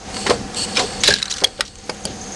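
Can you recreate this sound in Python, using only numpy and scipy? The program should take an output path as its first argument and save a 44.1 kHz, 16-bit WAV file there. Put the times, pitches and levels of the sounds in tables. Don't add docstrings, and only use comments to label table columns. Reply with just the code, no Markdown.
import sys
import numpy as np
from scipy import signal
from scipy.io import wavfile
from scipy.ndimage import uniform_filter1d

SR = 44100
rng = np.random.default_rng(int(sys.argv[2]) if len(sys.argv) > 2 else 0)


def generate_wav(sig):
    pcm = np.round(np.clip(np.atleast_2d(sig).T, -1, 1) * 32767).astype(np.int16)
    wavfile.write(sys.argv[1], SR, pcm)


def natural_amplitude(level_db):
    exponent = np.asarray(level_db, float) / 20
    return 10 ** exponent


N = 103635
T = np.arange(N) / SR

# pitch_hz, density_db
HALL_AIR = [(25, -10.5), (208, -9), (336, -10), (754, -15), (3100, -21.5), (6400, -17), (9000, -40.5),
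            (12500, -63)]
# pitch_hz, width_hz, level_db
HUM_MODES = [(76.53, 31.43, -8.5), (203.61, 37.44, -1), (286.36, 38.65, -8.5), (482.87, 44.21, -2),
             (755.8, 60.53, -4), (1694.7, 71.5, -14.5)]
# time_s, level_db
PHONE_DUCK = [(0, -40.5), (.1, -31.5), (.35, -31), (.45, -34.5), (.6, -30), (1.03, -30), (1.17, -41.5),
              (1.4, -41.5), (1.5, -41), (1.72, -48.5), (1.88, -39), (2.08, -37.5), (2.35, -33)]
# time_s, level_db
FEEDER_HISS = [(0, -47.5), (1.7, -59), (1.9, -48), (2.35, -37)]
# start_s, level_db
FEEDER_CHIRPS = [
    (1.0058, -13.5),
    (1.7783, -43.5),
    (1.8397, -35.5),
    (2.0382, -28),
    (2.2114, -23.5),
    (2.271, -36),
    (2.32, -20),
]
# pitch_hz, level_db, wander_hz
MOTOR_TONES = [(203.86, -38.5, 5.7396), (769.7, -43, 7.783)]
# pitch_hz, width_hz, level_db
FAR_SOURCES = [(49.86, 78.9, -45), (8512, 249.7, -74), (1500, 1077, -60)]
# pitch_hz, width_hz, level_db
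NOZZLE_MODES = [(2924.5, 441, -4), (4429, 245.3, 4), (7674.5, 676.7, -3), (8239.6, 202.2, -0.5),
                (10745, 1687, -19), (5578, 5738, -0.5)]
# start_s, length_s, level_db, release_s, attack_s
AIR_PUFFS = [
    (0.117, 0.22646, -30.5, 0.01423, 0.04942),
    (0.553, 0.0979, -22, 0.002848, 0.01935),
    (0.633, 0.2083, -34.5, 0.54, 0.0499),
    (0.85, 0.0245, -44, 0.0075, 0.01034),
]
# start_s, level_db, ring_hz, t60_s
SLIDE_CLACKS = [(0.1431, -18.5, 4455, 0.0268), (0.167, -12.5, 4420, 0.01402), (0.2651, -7, 1775, 0.1043),
                (0.2975, -7.5, 4155, 0.0229), (0.3044, -6.5, 1191, 0.07606), (0.546, -16.5, 7425, 0.0183),
                (0.5544, -37, 4490, 0.0182), (0.7627, -12, 2357, 0.07305), (0.7697, -6, 3079, 0.16536),
                (0.7929, -7.5, 3857, 0.1023), (1.0352, -0.5, 3704, 0.05256), (1.044, -16, 4313, 0.0354),
                (1.0754, -0.5, 3617, 0.0778), (1.1244, -11.5, 3900, 0.029), (1.1845, -16, 3838, 0.1026),
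                (1.2195, -14, 4039, 0.01194), (1.3377, -15.5, 5922, 0.03184),
                (1.3676, -17.5, 4198, 0.02706), (1.4712, -22, 4597, 0.0249), (1.6075, -2, 1997, 0.0188),
                (1.896, -15.5, 4647, 0.0464), (2.053, -16.5, 5008, 0.03265)]
# start_s, level_db, ring_hz, t60_s
HIGH_TICKS = [(0.5066, -41.5, 4850, 0.03504), (1.0604, -14, 4913, 0.00772), (1.0844, -3, 5096, 0.01405),
              (1.1044, -3.5, 4764, 0.0362), (1.138, -1.5, 5108, 0.01637), (1.1614, -27.5, 5410, 0.02033),
              (1.2263, -10, 5164, 0.01404), (1.255, -19, 5921, 0.03093), (1.28, -36.5, 4341, 0.0209),
              (1.3067, -13, 5539, 0.0171), (1.3175, -25, 6300, 0.02633), (1.382, -17, 5942, 0.03435),
              (1.4027, -19.5, 4690, 0.0247), (1.4377, -5.5, 4483, 0.00997), (1.4422, 2, 4183, 0.01029),
              (1.6524, -23, 5663, 0.009736), (1.679, -30, 5654, 0.02092), (1.738, -46, 5370, 0.01746),
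              (1.7552, -25, 6095, 0.00849), (1.7853, -28, 6157, 0.02994), (1.947, -32.5, 6632, 0.0128),
              (1.3118, -8.5, 6273, 0.02), (1.2985, -27, 5864, 0.02104), (1.4125, -22.5, 3972, 0.03173)]
# pitch_hz, level_db, t60_s
FRAME_MODES = [(303.2, -12.5, 0.03355), (322.59, -10, 0.0813), (412.02, 1, 0.132), (466.83, 1.5, 0.21),
               (526.94, 6.5, 0.12166), (598.82, 10, 0.03297), (741.65, -1.5, 0.2001),
               (830.68, 9.5, 0.024846), (1006.1, 1, 0.0436), (1307.9, 1.5, 0.011)]
# start_s, level_db, chatter_s, tilt_db_per_octave
PUSHER_THUDS = [(0.166, -20, 0.006936, 18.5), (0.262, -13.5, 0.01392, -4), (0.294, -8.5, 0.007486, -19.5),
                (0.305, -3.5, 0.005947, 3), (0.777, -16, 0.01695, 6.5), (0.794, -8, 0.021437, -4),
                (0.824, -16, 0.00452, -11.5), (1.084, -7.5, 0.00764, -10), (1.103, -23, 0.0032, -20),
                (1.4195, -14.5, 0.013793, 6), (1.436, -17, 0.007572, 12.5), (1.59, -22, 0.012215, -0.5),
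                (1.894, -15, 0.01117, 13), (2.05, -21, 0.01025, -8.5)]
# start_s, length_s, level_db
BELT_SHUDDERS = [
    (0.297, 0.159, -33.5),
    (1.048, 0.085, -29),
    (2.046, 0.0581, -31),
]
# start_s, length_s,
# level_db, centre_hz
VIAL_SCRAPES = [(0.744, 0.09096, -27, 4082), (1.031, 0.08134, -19, 3800), (1.127, 0.09204, -36, 3557),
                (1.296, 0.02023, -26, 4722), (1.359, 0.02613, -32, 4722), (1.572, 0.02643, -39.5, 3500),
                (1.647, 0.03415, -39, 4416), (2.063, 0.0482, -36.5, 3594), (1.203, 0.21925, -38.5, 1500),
                (1.382, 0.0188, -66.5, 5926), (1.787, 0.01457, -45, 4263), (1.849, 0.57, -51.5, 9695)]
# pitch_hz, level_db, t60_s
LATCH = [(1170.7, -7, 0.01623), (1500, -3.5, 0.0178), (1926, -3, 0.0245), (2453.5, -3, 0.00836),
         (3052.9, -11, 0.0106), (3980.1, -1.5, 0.01381), (4521.2, -7, 0.01108), (5266.4, -1.5, 0.00598),
         (6655.5, -11.5, 0.01617), (8340.8, -8.5, 0.0147), (9768.4, -10, 0.01782)]
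STOP = [(2299.6, -4.5, 0.02928), (3533.6, -15, 0.0189), (4861.6, -2, 0.02105), (5227, -5, 0.01792),
        (6890.5, -7, 0.0119), (9946.6, -12.5, 0.0202)]
PADDLE = [(2409.3, -0.5, 0.03057), (3500, -2.5, 0.0218), (3900, -1, 0.02137), (5285.2, 1.5, 0.0335),
          (6300, -8, 0.0195)]
SQUEAL = [(1641.8, -0.5, 0.0597), (1756.5, -6, 0.0146), (1577.7, -15.5, 0.0387)]
FINGER = [(3224.9, -0.5, 0.01771), (4650.3, 0.5, 0.02057), (4770.6, 0.5, 0.0315), (7180, -0.5, 0.01287),
          (8127.4, 3, 0.00688), (9588, -3.5, 0.01006), (10403, 1, 0.01214), (11668, -7, 0.016)]
# start_s, level_db, free_ring_s, part
LATCH_SNAPS = [(1.6073, -0.5, 0.0019155, LATCH), (1.6165, -25, 0.000841, STOP),
               (1.6258, -41, 0.001885, STOP), (1.8958, -12.5, 0.001491, STOP),
               (2.0528, -6, 0.001309, FINGER), (0.761, -12.5, 0.00186, PADDLE),
               (0.77, -4, 0.002144, PADDLE), (0.7765, -11.5, 0.00239, PADDLE),
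               (0.805, -20, 0.00372, PADDLE), (1.557, -47.5, 0.000912, FINGER),
               (1.107, -11.5, 0.01918, SQUEAL)]
# pitch_hz, level_db, t60_s
RAIL_MODES = [(1664, 0, 0.055), (1632, -2, 0.06), (1780, -4, 0.02), (1500, -9, .03)]
# start_s, level_db
KNOCKS = [(1.058, -14), (1.081, -13), (1.105, -8), (1.114, -14), (1.14, -17), (1.162, -21), (1.2, -29),
          (1.222, -26), (1.31, -30), (1.957, -36), (2.072, -35), (2.112, -35)]
# ratio_to_lowest, level_db, t60_s
VIAL_MODES = [(1, 0, .012), (1.012, -30, .1), (1.27, -12, .01), (1.75, -14, .01), (2.4, -20, .022)]
# start_s, level_db, pitch_hz, free_ring_s
VIAL_CLINKS = [
    (1.076, 1, 3950, .005),
    (1.1385, 0, 4000, .002),
    (1.227, -5, 3940, .002),
    (1.256, -19, 3930, .002),
    (1.281, -17, 4100, .001),
    (1.324, -11, 3920, .003),
]
# ratio_to_lowest, level_db, t60_s
CAPPED_MODES = [(1, 0, .011), (1.014, -33, .22), (1.4, -11, .01), (1.95, -15, .01), (2.9, -22, .008)]
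# start_s, level_db, pitch_hz, free_ring_s
STOPPERED_CLINK = (1.4435, 0, 3300, .0062)

FLICKER_DB, FLICKER_PER_S = 1, 15
RISE_S = 0.0007


def band(x, hz, width_hz):
    return signal.lfilter(*signal.iirpeak(hz, max(hz / width_hz, 1 / 3), fs=SR), x)


def band_noise(hz, width_hz):
    return band(band(rng.standard_normal(N), hz, width_hz), hz, 2 * width_hz)


def unit(x):
    return x / np.sqrt(np.mean(x ** 2))


def walk(rate_per_s):
    hold = int(SR / rate_per_s)
    steps = np.repeat(rng.standard_normal(N // hold + 1), hold)
    smooth = uniform_filter1d(uniform_filter1d(steps, hold), hold)
    return unit(smooth[:N])


def flicker():
    return natural_amplitude(FLICKER_DB * walk(FLICKER_PER_S))


def gate(start_s, length_s, attack_s, release_s):
    attack = np.clip((T - start_s) / attack_s, 0, 1)
    return attack * np.exp(-np.maximum(T - start_s - length_s, 0) / release_s)


def decay(t, t60_s):
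    return 1000.0 ** (-t / t60_s)


def add(out, start_s, x, peak_db):
    i = int(start_s * SR)
    out[i:i + len(x)] += (x * natural_amplitude(peak_db) / np.abs(x).max())[:N - i]


def strike(modes, chatter_s, scatter_db):
    t = T[:SR // 4]
    ring = np.zeros(len(t))
    for hz, db, t60_s in modes:
        level = natural_amplitude(db + scatter_db * rng.standard_normal())
        ring += level * np.sin(2 * np.pi * hz * t) * decay(t, t60_s)
    push = rng.standard_normal(SR // 20) * np.exp(-(T[:SR // 20] / chatter_s) ** 2)
    return signal.fftconvolve(ring, push)


def clink(hz, free_ring_s, modes):
    t = T[:SR // 4]
    ring = np.zeros(len(t))
    for ratio, db, t60_s in modes:
        tone = np.sin(2 * np.pi * (hz * ratio * t + rng.random()))
        ring += natural_amplitude(db) * tone * decay(np.maximum(t - free_ring_s, 0), t60_s)
    return np.minimum(t / RISE_S, 1) * ring


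def duck_db():
    return np.interp(T, *np.array(PHONE_DUCK).T) + 33.5


def machinery():
    hall_hz, hall_db = np.array(HALL_AIR).T
    hall = np.zeros(N)
    for hz in 28 * 2 ** np.arange(0, 9, 0.5):
        level = natural_amplitude(np.interp(np.log(hz), np.log(hall_hz), hall_db))
        hall += level * band_noise(hz, hz / 2.0751) * flicker()
    hum = sum(natural_amplitude(db) * unit(band_noise(hz, width_hz) * flicker()) for hz, width_hz, db in HUM_MODES)
    duck = duck_db()
    return unit(hall) * natural_amplitude(-34 + duck) + unit(hum) * natural_amplitude(-36.5 + duck)


def feeder():
    hiss = unit(band_noise(6429, 491.6) * flicker())
    level = natural_amplitude(np.interp(T, *np.array(FEEDER_HISS).T))
    for start_s, db in FEEDER_CHIRPS:
        level = level + natural_amplitude(db - 10) * gate(start_s, 0.004766, 0.001323, 0.010264)
    return hiss * level


def far():
    return sum(natural_amplitude(db) * flicker() * unit(band_noise(hz, width_hz)) for hz, width_hz, db in FAR_SOURCES)


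def motors():
    duck = duck_db()
    out = np.zeros(N)
    for hz, db, wander_hz in MOTOR_TONES:
        level = natural_amplitude(db + duck + 0.97 * walk(29.641))
        cycles = np.cumsum(hz + wander_hz * walk(39.759)) / SR
        out += level * np.sin(2 * np.pi * cycles)
    return out


def exhaust():
    flutter_db = 0
    jet = sum(natural_amplitude(db + flutter_db * walk(151.1)) * unit(band_noise(hz, width_hz))
              for hz, width_hz, db in NOZZLE_MODES)
    puffs = sum(natural_amplitude(db) * gate(start_s, length_s, attack_s, release_s)
                for start_s, length_s, db, release_s, attack_s in AIR_PUFFS)
    return unit(jet) * puffs


def clack(ring_hz, t60_s):
    crack_hz, crack_width_hz, tail_db, tail_s, ring_db = 3800, 4380, -22, 0.06702, 7
    t = T[:SR // 6]
    envelope = decay(t, t60_s) + natural_amplitude(tail_db) * decay(t, tail_s)
    burst = rng.standard_normal(len(t)) * envelope * np.minimum(t / RISE_S, 1)
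    crack = band(burst, np.sqrt(ring_hz * crack_hz), crack_width_hz)
    crack = band(crack, crack_hz, 2 * crack_width_hz)
    ring_width_hz = max(ring_hz / 10, 650)
    ring = sum(gain * band(burst, ratio * ring_hz, ring_width_hz)
               for ratio, gain in ((1.0106, 0.9871), (0.55066, 0.487), (1.7979, 0.2706)))
    return unit(crack) + natural_amplitude(ring_db) * unit(ring)


def clacks():
    lowpass = signal.butter(2, 8500, fs=SR)
    out = np.zeros(N)
    for start_s, db, ring_hz, t60_s in list(SLIDE_CLACKS) + list(HIGH_TICKS):
        add(out, start_s, signal.lfilter(*lowpass, clack(ring_hz, t60_s)), db)
    return out


def thuds():
    highpass = signal.butter(2, 293.2, "high", fs=SR, output="sos")
    out = np.zeros(N)
    for start_s, db, chatter_s, tilt_db in PUSHER_THUDS:
        modes = []
        for hz, mode_db, t60_s in FRAME_MODES:
            shifted_hz = hz * (1 + 0.028143 * rng.standard_normal())
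            modes.append((shifted_hz, mode_db + tilt_db * np.log2(hz / 500), t60_s))
        body = strike(modes, chatter_s, scatter_db=5.0)
        add(out, start_s, signal.sosfilt(highpass, body), db)
    return out


def frame_boom():
    boom = unit(band_noise(463.94, 421.55))
    return boom * sum(natural_amplitude(db - 20) * gate(start_s, 0.00569, 0.005313, 0.03005)
                      for start_s, db, *_ in PUSHER_THUDS)


def belt():
    hz = 99.67
    shudder = unit(band_noise(hz, 3.114 * hz) * flicker())
    return shudder * sum(natural_amplitude(db) * gate(start_s, length_s, 0.002764, 0.0367)
                         for start_s, length_s, db in BELT_SHUDDERS)


def scrapes():
    grains_per_s, spread_db, edge_s = 5000, 1.5, 0.00754
    hits = (rng.random(N) < grains_per_s / SR) * rng.standard_normal(N)
    grains = hits * natural_amplitude(spread_db * (rng.exponential(size=N) + walk(110)))
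    out = np.zeros(N)
    for start_s, length_s, db, hz in VIAL_SCRAPES:
        slide = unit(band(band(grains, hz, 0.7555 * hz), hz, hz))
        out += natural_amplitude(db) * gate(start_s, length_s, edge_s, 3.413 * edge_s) * slide
    return out


def latches():
    out = np.zeros(N)
    for start_s, db, free_ring_s, part in LATCH_SNAPS:
        add(out, start_s, clink(0.98854, free_ring_s, part), db)
    return out


def rail():
    out = np.zeros(N)
    for start_s, db in KNOCKS:
        add(out, start_s, strike(RAIL_MODES, 0.002, scatter_db=0), db)
    return out


def vials():
    out = np.zeros(N)
    for start_s, db, hz, free_ring_s in VIAL_CLINKS:
        add(out, start_s, clink(hz, free_ring_s, VIAL_MODES), db)
    start_s, db, hz, free_ring_s = STOPPERED_CLINK
    add(out, start_s, clink(hz, free_ring_s, CAPPED_MODES), db)
    return out


def panel_echo():
    t = T[:SR // 2]
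    tail = band(rng.standard_normal(len(t)), 1253.7, 3300) * decay(t, 0.15) * (t > 0.004)
    return tail / np.sqrt(np.sum(tail ** 2))


def scene():
    frame_hits, rail_rings = thuds(), rail()
    slides, glass = clacks(), vials()
    rattle = natural_amplitude(3 * walk(200))
    near = slides + frame_hits * rattle + exhaust() + scrapes()
    rings = glass + rail_rings * rattle
    echo = panel_echo()
    steady = machinery() + feeder() + belt() + far() + motors()
    near = near + latches() + frame_boom()
    wet = signal.fftconvolve(near + natural_amplitude(-12) * rings, echo)[:N]
    return (near + rings + natural_amplitude(-22) * wet + steady)[None]


def lowpass_steep(x, hz):
    return signal.sosfiltfilt(signal.butter(14, hz, fs=SR, output="sos"), x)


def low_pass(x):
    return signal.sosfilt(signal.butter(12, 16640, fs=SR, output="sos"), x)


def record(dry):
    edge_hz, shelf_hz, clip_level = 12100, 10500, 0.7
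    shelf, splash = natural_amplitude(-11), natural_amplitude(-16)
    x = lowpass_steep(dry, edge_hz) * shelf + lowpass_steep(dry, shelf_hz) * (1 - shelf)
    x = x / (1 + np.abs(x / clip_level) ** 8) ** (1 / 8)
    x = splash * x + (1 - splash) * lowpass_steep(x, edge_hz)
    return low_pass(x)


dry = scene()
out = record(dry)
generate_wav(out)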